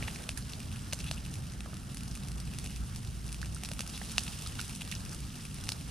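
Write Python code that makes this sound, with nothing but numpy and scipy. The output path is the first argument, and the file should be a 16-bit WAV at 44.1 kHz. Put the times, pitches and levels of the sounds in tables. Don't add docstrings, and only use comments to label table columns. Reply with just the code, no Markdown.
import sys
import numpy as np
from scipy import signal
from scipy.fft import rfft, irfft
from scipy.io import wavfile
from scipy.ndimage import uniform_filter1d

SR = 44100
rng = np.random.default_rng(int(sys.argv[2]) if len(sys.argv) > 2 else 0)


def volts_from_decibels(level):
    exponent = np.asarray(level, float) / 20
    return 10 ** exponent


def put_to_file(sound):
    columns = np.atleast_2d(sound).T
    safe = np.clip(columns, -1, 1)
    whole_steps = np.round(safe * 32767)
    wavfile.write(sys.argv[1], SR, whole_steps.astype(np.int16))


N = 260190

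# (time [s], level [dB])
HEAT = [(0.0, -46), (0.16, -47.5), (0.33, -52.5), (0.56, -50.5), (1.08, -50.5), (1.56, -53), (1.81, -53),
        (2.15, -51.5), (2.33, -54), (2.55, -50), (3.27, -53), (3.63, -50.5), (3.84, -51), (4.14, -44.5),
        (4.98, -49.5), (5.16, -50), (5.6, -49.5), (5.9, -49.5)]
BUBBLE_PITCHES = [
    2850,
    3400,
    5120,
    10400,
]
# (frequency [Hz], density [dB per Hz])
BURST_COLOUR = [(290, -43), (500, -28.5), (784, -12), (1440, -15), (2260, -16.5), (2690, -10.5), (3810, -5),
                (5800, 1.5), (10400, 0), (16000, -25.5)]
# (frequency [Hz], density [dB per Hz])
STEAM_COLOUR = [(1240, -39), (2100, -26), (2730, 2), (4290, -3), (5210, 0.5), (7320, -3.5), (9210, 1.5),
                (13400, -10.5), (16000, -45)]


def fizz(per_s=800, spread_db=3.0, clump_db=3.5):
    clumps = evened(uniform_filter1d(rng.standard_normal(N), 900))
    strength = volts_from_decibels(spread_db * np.minimum(rng.exponential(1, N), 2.2))
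    size = strength * (rng.random(N) < per_s * volts_from_decibels(clump_db * clumps) / SR)
    kind = rng.integers(0, 16, N)
    pitches = np.repeat(BUBBLE_PITCHES, 4) * rng.uniform(0.86, 1.67, 16)
    colour = colour_taps(BURST_COLOUR, 0.28)
    bursts = np.zeros((2, N))
    for k, hz in enumerate(pitches):
        one = bubble(signal.unit_impulse(400), hz, 0.22, 2.5, colour)
        bursts -= sides(rng.normal(0, 1.5)) * signal.oaconvolve(size * (kind == k), one)[:N]
    boxed = grill(bursts, 0.35, -4.5, 0.49, count=5)
    flicker_db = 0.13 * clumps + 2.6 * evened(uniform_filter1d(rng.standard_normal(N), 150))
    steam = noise(STEAM_COLOUR, 1.0, size=256) * volts_from_decibels(flicker_db)
    return (volts_from_decibels(-6.0) * evened(boxed) + volts_from_decibels(-3.5) * steam) * volts_from_decibels(curve(HEAT))


# (time [s], peak level [dB], bubble pitch [Hz], brightness [dB])
SNAPS = [(0.033, -31, 3320, -9), (0.16, -23, 1790, -14), (0.2919, -14, 2760, -24), (0.9265, -17, 2400, -20),
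         (0.9334, -20, 3850, -3), (1.1131, -13, 3187, -11.5), (1.6063, -25, 2780, -13),
         (1.9711, -20, 2850, -4.5), (2.1526, -22, 2870, 0), (2.5866, -16.5, 4300, -4),
         (2.6615, -21.5, 3020, -8), (3.3273, -19.5, 8980, 1), (3.416, -23, 4750, -8),
         (3.636, -16, 2620, -6), (3.6493, -20, 4390, -10), (3.6889, -20, 2820, -7),
         (3.7165, -18.5, 3270, -8), (3.7933, -15, 3560, -8), (3.8069, -12.5, 2940, -6.5),
         (3.865, -25, 3240, -7), (4.1814, -3.5, 3000, -36), (4.1931, -29, 3920, 8),
         (4.2796, -22, 2850, -19), (4.6136, -15, 2820, -1), (4.6954, -21, 3020, -3), (4.819, -22, 2660, -8),
         (4.915, -17, 3600, 3), (5.131, -24, 3350, -3), (5.6907, -17, 5000, -19), (5.7201, -25, 9200, -4)]
# (time [s], peak level [dB], bubble pitch [Hz], left-right [dB])
BLIPS = [(.026, -28.5, 2030, -6), (0.0816, -29.5, 1790, -10), (0.239, -39, 2720, -13),
         (0.3753, -23.5, 10200, -24), (0.4246, -31, 5200, -2), (0.5347, -24.5, 4180, -3),
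         (1.004, -32, 2690, -2), (1.1787, -37, 2770, -1), (2.1128, -28, 5300, -1), (3.4289, -33, 1620, -15),
         (3.547, -21, 8810, -3), (4.118, -20, 9900, 0), (4.188, -27, 6030, 15), (4.2358, -18, 9300, -4),
         (4.4734, -19.5, 8890, -5), (4.589, -36, 1420, -14), (4.6015, -32, 2470, 0),
         (4.924, -28.5, 2270, -13), (4.952, -20.5, 6000, -2), (4.963, -30.5, 3430, -1),
         (5.5438, -22.5, 10200, -3)]
# (time [s], peak level [dB])
LARGE = [(0.103, -30), (0.148, -26), (0.234, -28.5), (0.29, -18), (0.317, -29), (0.6045, -31), (0.716, -30),
         (1.0423, -27), (1.253, -30), (1.3399, -22), (1.3558, -32), (1.7425, -26.5), (1.946, -23.5),
         (2.008, -27), (2.3177, -24), (2.6523, -27), (2.673, -25.5), (2.706, -27), (3.29, -27),
         (3.345, -24), (3.447, -30), (3.4586, -26.5), (3.735, -21), (3.824, -30), (3.977, -29),
         (4.5554, -26), (4.732, -33), (5.0938, -24.5), (5.4524, -26)]
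MIDDLE = [(.769, -31), (0.99, -23), (1.25, -28), (1.769, -26), (2.235, -26.5), (2.9487, -27), (4.056, -33),
          (4.0967, -27), (4.1117, -24), (4.267, -35), (4.625, -27), (5.3433, -37), (5.303, -43),
          (5.585, -29.5), (2.226, -39), (2.4, -37)]
SMALL = [(0.4945, -32), (0.4975, -26), (0.522, -34), (1.118, -35), (2.0793, -25.5), (2.1746, -26),
         (2.2852, -23), (2.4016, -22.5), (2.961, -21.5), (3.049, -29), (3.561, -30), (3.657, -42),
         (3.899, -24), (4.7606, -22.5), (5.0516, -23), (5.356, -39), (5.408, -34), (5.561, -36),
         (4.032, -32), (3.876, -21), (2.4046, -33), (2.381, -29)]
TINY = [(.346, -36), (2.034, -24), (2.274, -28), (2.6428, -28), (2.7615, -24), (3.265, -27), (3.273, -31),
        (3.3207, -25), (4.422, -21.5), (4.751, -21.5), (5.115, -32), (5.2045, -25.5), (5.639, -22),
        (3.5245, -38), (5.8556, -38), (2.376, -41), (2.1, -41)]
# (time [s], peak level [dB], bubble pitch [Hz])
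CRACKLE_EARLY = [(0.033, -31, 3360), (0.041, -33, 2840), (0.0775, -28, 2780), (0.149, -33, 2710),
                 (0.1873, -33, 2630), (0.22, -27, 9430), (0.2396, -25, 2830), (0.309, -29, 5250),
                 (0.3789, -32, 9690), (0.392, -32, 4950), (0.5009, -29, 3450), (0.5223, -28, 5170),
                 (0.5946, -30, 6290), (0.6028, -25.5, 2710), (0.6856, -36, 2890), (0.7266, -29, 3360),
                 (0.76, -27.5, 2540), (0.8462, -40, 2710), (0.9129, -32, 3900), (1.0426, -26, 2820),
                 (1.0645, -31, 2930), (1.1185, -30, 5430), (1.2626, -27.5, 2690), (1.2707, -38, 2670),
                 (1.3127, -30, 6460), (1.3558, -32, 2760), (1.3646, -32, 5510), (1.3844, -32, 8830),
                 (1.4693, -31, 4180), (1.4991, -31, 4480), (1.5215, -28, 8830), (1.5367, -31, 5380),
                 (1.6062, -31, 2780), (1.833, -34, 3400), (1.899, -32, 3350), (1.98, -29, 8870),
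                 (1.9956, -35, 3340), (2.0558, -35, 5430), (2.0825, -32, 5600), (2.1014, -44, 9000),
                 (2.109, -38, 9560), (2.1127, -36, 5170), (2.118, -34, 5250), (2.1583, -28, 2860),
                 (2.1656, -29, 8830), (2.228, -40, 3270), (2.2482, -30, 5250), (2.2801, -35, 6290),
                 (2.358, -30, 9990), (2.4361, -45, 5170), (2.453, -30, 6330), (2.4758, -30, 2870),
                 (2.5368, -27, 2700), (2.547, -31, 2610), (2.6429, -22, 8910), (2.698, -32, 2450),
                 (2.7135, -32, 2670), (2.7378, -37, 2890), (2.7667, -33, 2890), (2.7802, -44, 5040)]
CRACKLE_LATE = [(2.9833, -35, 9000), (3.031, -32, 4610), (3.0735, -30, 3750), (3.2434, -32, 9390),
                (3.2796, -27, 9390), (3.293, -31, 2840), (3.2959, -32, 2730), (3.3067, -33, 2700),
                (3.3173, -34, 6200), (3.3655, -39, 5170), (3.4984, -37, 4870), (3.524, -36, 9260),
                (3.5401, -40, 5170), (3.5452, -38, 8830), (3.5747, -32, 2410), (3.585, -35, 2630),
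                (3.7349, -27, 2730), (3.7644, -33, 3230), (3.7736, -32, 2670), (3.8165, -27, 2800),
                (3.84, -41, 8910), (3.8945, -25, 6720), (3.977, -26, 2820), (4.055, -29, 3520),
                (4.096, -29, 3540), (4.2672, -23, 3070), (4.3632, -42, 3080), (4.3894, -29, 5510),
                (4.462, -28, 5000), (4.5536, -28, 2800), (4.571, -34, 10380), (4.5884, -32, 1860),
                (4.595, -24, 3190), (4.6466, -27, 3230), (4.68, -23, 9520), (4.7715, -38, 9090),
                (4.8114, -23, 2570), (4.8503, -29, 3270), (4.8766, -25, 4050), (5.006, -31, 4070),
                (5.0617, -31, 2780), (5.1115, -27, 9350), (5.1163, -31, 8610), (5.1255, -30, 4910),
                (5.147, -22, 8660), (5.2525, -33, 6500), (5.267, -36, 10550), (5.3432, -37.5, 2860),
                (5.3567, -31, 2890), (5.3766, -35, 3060), (5.4127, -32, 6030), (5.4268, -35, 3100),
                (5.4528, -30, 2630), (5.4677, -40, 3000), (5.5116, -35, 2580), (5.6444, -30, 9600),
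                (5.6713, -26.5, 1880), (5.6746, -29, 9470), (5.6844, -28, 3010), (5.8106, -31, 3450)]


def burst_rows():
    rows = [(s, db, hz, 0.13, bright_db, -3) for s, db, hz, bright_db in SNAPS]
    for s, db, hz, pan_db in BLIPS:
        octaves_below = min(np.log2(hz / 6000), 0)
        rows.append((s, db, hz, 0.53, 0.5 + 4 * octaves_below, pan_db))
    for hz, ticks in zip(BUBBLE_PITCHES, (LARGE, MIDDLE, SMALL, TINY)):
        for s, db in ticks:
            ring = 0.19 - 0.03 * (db + 28.5)
            rows.append((s, db, hz, ring, -3.5, -2))
    rows += [(s, db - 0.5, hz, 0.24, -3.5, -2) for s, db, hz in CRACKLE_EARLY + CRACKLE_LATE]
    return rows


def single_bursts(colour, lead_s=0.00082, spit_ms=1.0):
    out = np.zeros((2, N))
    ms = (np.arange(500) / SR - lead_s) * 1000
    spit = np.where(ms > 0, 0.6 * np.exp(-ms / spit_ms), 0.2 * np.exp(ms / 0.45))
    rows = burst_rows()
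    draws = rng.random((len(rows), 2, 500))
    for (s, db, hz, ring, bright_db, pan_db), (when, size) in zip(rows, draws):
        fuzz = np.interp(db, [-30, -15], [1.5, 0.45])
        clicks = (when < 0.09) * (2 * size - 1) * spit * fuzz
        clicks[round(lead_s * SR)] = -1
        burst = bubble(clicks, hz, np.clip(ring, 0, 1), 1.4 * (bright_db + 7.5), colour)
        add(out, s - lead_s, volts_from_decibels(db - 3.5) * sides(pan_db + 4.0) * burst / abs(burst).max())
    return out


# (time [s], length [ms], rms level [dB], bubble pitch [Hz], left-right [dB])
SPUTTERS = [(0.039, 14, -55, 2860, -3), (.076, 10.3, -48, 2800, -5), (.374, 11, -44.5, 9700, -11),
            (0.373, 3.3, -56.5, 1640, -24), (.932, 3.4, -29.5, 6000, -7), (0.996, 19, -47.5, 5130, -9),
            (1.167, 21, -59, 2900, -6), (1.062, 32, -50, 2980, -7.5), (1.132, 14, -50, 5500, -4),
            (3.565, 2.2, -56, 1350, -16), (3.655, 6.9, -42.5, 4800, -6), (3.933, 38, -49, 3800, -7),
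            (4.014, 3.3, -55, 1730, -17), (4.463, 13, -48, 3600, -6), (4.591, 4.2, -47, 2970, -21),
            (4.602, 3.5, -38, 5000, -5), (4.808, 14, -50, 2880, -5), (4.9142, 15, -46, 3200, -15),
            (4.938, 5.1, -52, 2900, -2), (5.6907, 0.066, -17, 4430, -12), (4.701, 11, -64, 2180, -5),
            (4.1821, 1.07, -33, 2800, -6), (5.7198, 2.6, -31.5, 4470, -6), (1.0, 94, -62.5, 2920, -3)]
# (frequency [Hz], ring share [0-1])
SPUTTER_RING = [
    (1750, 1),
    (2800, 0.39),
    (5500, 0.11),
]


def sputters(colour):
    out = np.zeros((2, N))
    draws = rng.random((len(SPUTTERS), 2, 2400))
    for (s, length_ms, db, hz, pan_db), (when, size) in zip(SPUTTERS, draws):
        length = length_ms * SR / 1000
        clicks = (when < 0.07) * (2 * size - 1) * (np.arange(2400) < length)
        clicks[0] = -1
        burst = bubble(clicks, hz, np.clip(read(SPUTTER_RING, hz), 0, 1), 0, colour)
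        add(out, s, volts_from_decibels(db) * sides(pan_db + 8.0) * burst * np.sqrt(length) / np.linalg.norm(burst))
    return out


def pops():
    colour = colour_taps(BURST_COLOUR, 0.57)
    out = single_bursts(colour) + sputters(colour)
    soft = signal.lfilter(*signal.butter(2, 9000, fs=SR), out)
    return grill(soft + volts_from_decibels(1) * (out - soft), -2.1)


def bubble(clicks, hz, ring, bright_db, colour):
    dull = signal.lfilter(*signal.butter(1, 5000, fs=SR), clicks)
    bare = dull + volts_from_decibels(bright_db) * (clicks - dull)
    width = hz / (0.78 + 2.86 * ring)
    rung = resonate(resonate(clicks, hz, width), hz, width)
    rung *= abs(clicks).max() / (abs(rung).max() + 1e-9)
    return signal.oaconvolve((1 - ring) * bare + ring * rung, colour)[32:]


# (delay [ms], left gain [ratio], right gain [ratio])
ECHOES = [(.62, 0.015, 0.33), (.75, -0.032, -0.16), (1.05, -0.27, 0.1), (1.3, 0.19, -0.04),
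          (2.0, -0.43, -0.018)]
# (frequency [Hz], width [Hz], level [dB])
BOX = [
    (2690, 620, -1.5),
    (4180, 1500, -8),
    (6030, 1100, -12.5),
]
# (delay [ms], spread [ms], level [dB])
RETURNS = [
    (3.0, 3.5, -17.5),
    (7.0, 3.4, -16.5),
    (12.0, 0.53, -13),
]


def grill(x, returns_db, tail_db=-14, t60=0.18, count=1):
    taps = np.zeros((2, 4410))
    ms = np.arange(4410) * 1000 / SR
    taps[:, 0] = 1
    for delay, left, right in ECHOES:
        taps[:, round(delay * SR / 1000)] += left, right
    for hz, width, db in BOX:
        decay = np.exp(-np.pi * width * ms / 1000) * np.sqrt(4 * np.pi * width / SR)
        taps += volts_from_decibels(db) * np.sin(2 * np.pi * hz * ms / 1000) * decay
    shapes = [(db + returns_db, np.exp(-((ms - delay) / spread) ** 2)) for delay, spread, db in RETURNS]
    shapes.append((tail_db, (ms > 1) * volts_from_decibels(-60 * ms / 1000 / t60)))
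    scatter = rng.standard_normal((len(shapes), *taps.shape))
    place = np.arange(N) // 256 % count
    out = 0
    for k in range(count):
        smear = 0
        for (db, shape), (a, b) in zip(shapes, np.roll(scatter, 700 * k, axis=2)):
            both = np.array([a, 1.9 * a + 0.61 * b])
            smear = smear + volts_from_decibels(db) * both * shape / np.linalg.norm(shape)
        out = out + signal.oaconvolve(x * (place == k), taps + smear, axes=1)[:, :N]
    return out


# (time [s], peak level [dB], pitch [Hz], left-right [dB])
KNOCKS = [(0.025, -32, 605, -2.5), (0.08, -30.5, 885, -4), (0.29, -34.5, 635, -4), (0.932, -28, 590, -3),
          (1.112, -29.5, 670, -2), (1.66, -37.5, 1190, -6), (1.659, -36, 634, -4), (1.731, -39.5, 614, -9),
          (1.732, -38, 1264, -6), (3.634, -35, 730, -8), (3.714, -31.5, 597, -2), (3.791, -36, 1320, -7),
          (3.803, -33.5, 550, -2.0), (3.863, -39, 1320, -2.0), (4.015, -33, 774, -8),
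          (4.1805, -26, 725, -2), (4.462, -35.5, 1280, -11), (4.594, -26, 1435, -9)]


def knocks(t60=0.018):
    out = np.zeros((2, N))
    t = np.arange(3000) / SR
    for s, db, hz, pan_db in KNOCKS:
        ring = np.sin(2 * np.pi * hz * t) + 0.3 * np.sin(2 * np.pi * 2.55 * hz * t)
        onset = np.minimum(t / 0.00056, 1)
        add(out, s, volts_from_decibels(db - 2.5 - 60 * t / t60) * onset * ring * sides(pan_db))
    return out


# (time [s], level [dB])
DRONE = [(0.0, -45), (0.74, -59), (0.79, -46), (2.0, -51), (2.14, -37), (2.2, -54), (2.36, -36),
         (2.55, -53), (2.6, -47), (2.84, -35.5), (2.89, -70), (3.11, -39.5), (5.16, -53), (5.23, -40),
         (5.39, -66), (5.49, -45), (5.8, -57), (5.9, -44)]
# (frequency [Hz], width [Hz], level [dB])
OVERTONES = [(101, 11, -61), (130, 14.3, -53), (170.8, 17.6, -58), (204.1, 9.9, -60), (254.4, 21.6, -64.5)]


def drone():
    hz = np.linspace(56, 62, N) + 1.653 * evened(uniform_filter1d(rng.standard_normal(N), 8000))
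    waver_db = 1.2 * evened(uniform_filter1d(rng.standard_normal(N), 5000))
    out = volts_from_decibels(curve(DRONE) + 1.0 + waver_db) * np.sin(2 * np.pi * np.cumsum(hz) / SR)
    for line_hz, width, db in OVERTONES:
        line = resonate(resonate(rng.standard_normal(N), line_hz, width), line_hz, width)
        out = out + volts_from_decibels(db) * evened(line)
    return out


# (time [s], level [dB])
RUMBLE = [(0.0, -39.5), (0.25, -44), (1.07, -41.5), (1.12, -43.5), (2.23, -42.5), (5.9, -45)]
# (frequency [Hz], density [dB per Hz])
RUMBLE_COLOUR = [(12, -38), (24, -7), (43, -4), (65, -1), (82, 0.5), (129, -2), (178, -4), (250, -9.5),
                 (297, -16.5), (450, -30.5), (580, -78), (990, -120)]


def rumble():
    return noise(RUMBLE_COLOUR, 1.77, size=4096) * volts_from_decibels(curve(RUMBLE) + 0.8)


# (time [s], level [dB])
HISS = [(0.0, -52), (0.34, -57.5), (3.43, -59), (4.04, -57), (4.67, -57), (5.39, -58.5), (5.9, -56.5)]
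# (frequency [Hz], density [dB per Hz])
HISS_COLOUR = [(180, -11), (300, -3.5), (518, -8), (841, -7), (964, -10.5), (1310, -6.5), (2300, -14.5),
               (2990, -51), (5060, -120)]


def hiss():
    return noise(HISS_COLOUR, 2.35, size=512) * volts_from_decibels(curve(HISS) + 3.0)


def wind():
    lumps = volts_from_decibels(6.5 * evened(uniform_filter1d(rng.standard_normal((2, N)), 9000)))
    deep = signal.butter(2, [20, 75], "band", fs=SR, output="sos")
    air = signal.sosfilt(deep, rng.standard_normal((2, N)))
    return volts_from_decibels(-59.5) * evened(air * lumps)


# (frequency [Hz], correlation [-1 to 1])
SAME = [(60, 1), (130, 1), (290, 0.88), (640, 0.011), (1410, 0.023), (3100, 1), (6820, 0.33),
        (15000, 0.049)]


def noise(colour, patchy_db, size):
    frames, hz = 4 * N // size + 5, np.fft.rfftfreq(size, 1 / SR)
    a, b, c, d, patches = rng.standard_normal((frames, len(hz), 5)).T
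    patches = evened(uniform_filter1d(uniform_filter1d(patches, 10, 0), 10, 1))
    same = np.clip(read(SAME, hz), -1, 1)[:, None]
    left = a + 1j * b
    right = same * left + np.sqrt(1 - same ** 2) * (c + 1j * d)
    spectra = np.array([left, right]) * volts_from_decibels(read(colour, hz)[:, None] + patchy_db * patches)
    return evened(signal.istft(spectra, nperseg=size, noverlap=3 * size // 4)[1][:, :N])


def resonate(x, hz, width):
    turn = np.exp(2j * np.pi * np.cumsum(hz * np.ones(len(x))) / SR)
    r = np.exp(-np.pi * width / SR)
    return 2 * (turn * signal.lfilter([1 - r], [1, -r], x / turn + 1e-18)).real


def colour_taps(points, share, size=1024):
    gain_db = read(points, abs(np.fft.fftfreq(size, 1 / SR)))
    log_gain = np.log(volts_from_decibels(np.maximum(gain_db, -100)))
    phase = share * signal.hilbert(log_gain).imag
    taps = np.roll(np.fft.ifft(np.exp(log_gain - 1j * phase)).real, 32)
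    return taps[:size // 2] / abs(taps).max()


def evened(x):
    return x / np.sqrt(np.mean(x ** 2) + 1e-20)


def read(points, hz):
    f, value = np.transpose(points)
    return np.interp(np.log(hz + 1), np.log(f + 1), value)


def curve(rows):
    s, level_db = np.transpose(rows)
    return np.interp(np.arange(N) / SR, s, level_db)


def add(mix, s, sound):
    part = mix[:, max(round(s * SR), 0):][:, :sound.shape[1]]
    part += sound[:, :part.shape[1]]


def sides(pan_db):
    return volts_from_decibels(np.array([[pan_db / 2], [-pan_db / 2]]))


def scene():
    return fizz() + pops() + knocks() + drone() + rumble() + hiss() + wind()


def band_limit(x):
    return signal.sosfilt(signal.butter(12, 15700, fs=SR, output="sos"), x)


# (frequency [Hz], left-right [dB])
LEAN = [(60, -1), (240, -0.5), (950, -0.5), (3770, -0.7), (10000, -1.5), (13500, 1.5)]


def record(dry):
    hz = np.fft.rfftfreq(N, 1 / SR)
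    phase = np.pi * hz * 1.4e-5 + 19 / (hz + 12)
    ports = volts_from_decibels(read(LEAN, hz) / 2) * np.exp(1j * phase)
    step_db = np.interp(hz, [10600, 11040, 14700, 15600, 16000], [0.0, -3.5, 1.0, -3.0, -14])
    shaped = irfft(rfft(dry) * np.array([ports, 1 / ports]) * volts_from_decibels(step_db), N)
    return band_limit(shaped)


dry = scene()
out = record(dry)
put_to_file(out)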